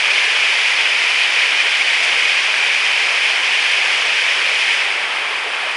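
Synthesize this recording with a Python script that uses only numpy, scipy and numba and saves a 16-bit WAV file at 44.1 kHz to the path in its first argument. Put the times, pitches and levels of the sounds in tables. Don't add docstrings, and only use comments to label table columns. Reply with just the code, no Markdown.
import sys
import numpy as np
from scipy import signal
from scipy.fft import rfft, irfft
from scipy.io import wavfile
from scipy.ndimage import uniform_filter1d
from numba import njit

SR = 44100
rng = np.random.default_rng(int(sys.argv[2]) if len(sys.argv) > 2 else 0)


def materialize(psi):
    bounded = np.clip(np.atleast_2d(psi).T, -1, 1)
    quanta = np.round(bounded * 32767).astype(np.int16)
    wavfile.write(sys.argv[1], SR, quanta)


N = 254016
TIME = np.arange(N) / SR

CULVERT_T60_S = 0.86
POOL_DB = -28
SPLASH_DB, SPLASH_FADE_DB_PER_S = -15, 0.21
TURN_START_S, TURN_SETTLE_S = 4.735, 0.19
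LOW_HZ, TOP_HZ = 92, 10700


def undb(db):
    return 10 ** (np.asarray(db) / 20)


def unit(x):
    return x / np.sqrt(np.mean(x ** 2))


def colour(x, points):
    hz, db = np.transpose(points)
    bins = np.maximum(np.arange(N // 2 + 1) * SR / N, 1)
    gain = undb(np.interp(np.log(bins), np.log(hz), db))
    return irfft(rfft(x) * gain, N)


def walk(rate):
    hold = max(int(SR / rate), 2)
    held = rng.standard_normal(N)[np.arange(N) // hold]
    smooth = uniform_filter1d(held, hold)
    return unit(uniform_filter1d(smooth, hold // 2))


@njit
def ring(start, hz, size, cycles, rise):
    out = np.zeros(N)
    for k in range(len(start)):
        first = int(start[k] * SR)
        length = int(cycles * SR / hz[k])
        step = 2 * np.pi * hz[k] / SR
        pole = np.exp(1j * step - np.log(1000) / length)
        glide = np.exp(1j * step * rise / length)
        z, swell = size[k] + 0j, 0.
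        for i in range(first, min(first + length, N)):
            z *= pole
            pole *= glide
            swell += (1 - swell) * hz[k] / SR
            out[i] += swell * z.imag
    return out


def swarm(low_hz, high_hz, per_s, cycles, rise, spread_db, clump_db, clump_rate):
    when, pitch, force, sign = rng.random((int(per_s * N / SR), 4)).T
    hz = low_hz * (high_hz / low_hz) ** pitch
    clump = clump_db * walk(clump_rate)[(when * N).astype(int)]
    polarity = np.sign(sign - .5)
    size = hz * undb(spread_db * force + clump) * polarity
    return unit(ring(when * N / SR, hz, size, float(cycles), float(rise)))


def culvert(x, points, wet_db):
    keep = np.exp(-np.log(1e6) / (CULVERT_T60_S * SR))
    energy = signal.lfilter([1 - keep], [1, -keep], unit(x) ** 2, zi=[1])[0]
    wash = unit(colour(rng.standard_normal(N), points)) * np.sqrt(energy)
    return unit(unit(x) + undb(wet_db) * wash)


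def pool():
    # pitch_hz, level_db
    pool_colour = [(26, -84), (45, -54), (204, -25), (300, -20.5), (423, -10.5), (948, -5), (1300, -6),
                   (1600, -4.5), (2080, -16.5), (3520, -120)]
    gurgle = swarm(150.4, 1793, per_s=1400, cycles=34.3, rise=0.19, spread_db=12.5, clump_db=0.05, clump_rate=12)
    return undb(POOL_DB) * culvert(colour(gurgle, pool_colour), pool_colour, wet_db=2.5)


def spurts():
    # start_s, level_db, decay_s
    spurt_table = [(2.026, -30, 0.053), (3.263, -38, .018)]
    envelope = np.zeros(N)
    for start_s, level_db, decay_s in spurt_table:
        age = np.maximum(TIME - start_s, 0) / decay_s
        envelope += undb(level_db) * (1 - np.exp(-20 * age)) * np.exp(-age)
    hiss_colour = [(2000, -30), (5000, 2), (10000, -6), (11500, -20)]  # Hz, dB
    return envelope * unit(colour(rng.standard_normal(N), hiss_colour))


def glugs():
    # start_s, level_db, pitch_hz
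    glug_table = [(2.17, -27, 482), (5.305, -32, 424), (5.46, -24, 432), (5.63, -18.5, 740),
                  (5.665, -21.5, 620)]
    start_s, level_db, pitch_hz = np.transpose(glug_table).astype(float).copy()
    return ring(start_s, pitch_hz, undb(level_db), 46.0, 0.035)


def splash():
    # pitch_hz, level_db
    splash_colour = [(760, -46), (1300, -20), (1450, -17.5), (1590, -10.5), (2460, 0), (2760, -6),
                     (3070, -5), (4000, -18), (4870, -15.5), (7510, -29.5), (9710, -30), (10200, -32.5),
                     (10800, -42.5), (14000, -65), (22000, -120)]
    fizz = swarm(1193, 11020, per_s=10000, cycles=37, rise=0.037, spread_db=12.5, clump_db=0.5, clump_rate=45)
    drops = rng.standard_normal(N) * undb(2.5 * rng.standard_normal(N))
    patter = undb(-2.0) * unit(colour(drops, splash_colour))
    water = unit(colour(fizz, splash_colour)) + patter
    slap = undb(0.57 * walk(60))
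    level = undb(SPLASH_DB - SPLASH_FADE_DB_PER_S * TIME)
    return culvert(water * slap, splash_colour, wet_db=0.0) * level


def scene():
    # pitch_hz, level_db
    shadow = [(500, -0.5), (1100, 1.5), (1700, -2.5), (2500, -6.5), (3400, -5), (4500, -6.5), (6300, -8.5),
              (8500, -4.5), (10500, -5)]
    fall = pool() + splash() + spurts()
    turn = 1 - np.exp(-np.maximum(TIME - TURN_START_S, 0) / TURN_SETTLE_S)
    shaded = (1 - turn) * fall + turn * colour(fall, shadow)
    heard = shaded + glugs()
    return np.array([heard, heard])


def record(dry):
    bass_cut = signal.butter(3, LOW_HZ, "high", fs=SR, output="sos")
    top_cut = signal.ellip(8, .2, 70, TOP_HZ, fs=SR, output="sos")
    thin = signal.sosfilt(bass_cut, dry)
    return signal.sosfilt(top_cut, thin)


dry = scene()
out = record(dry)
materialize(out)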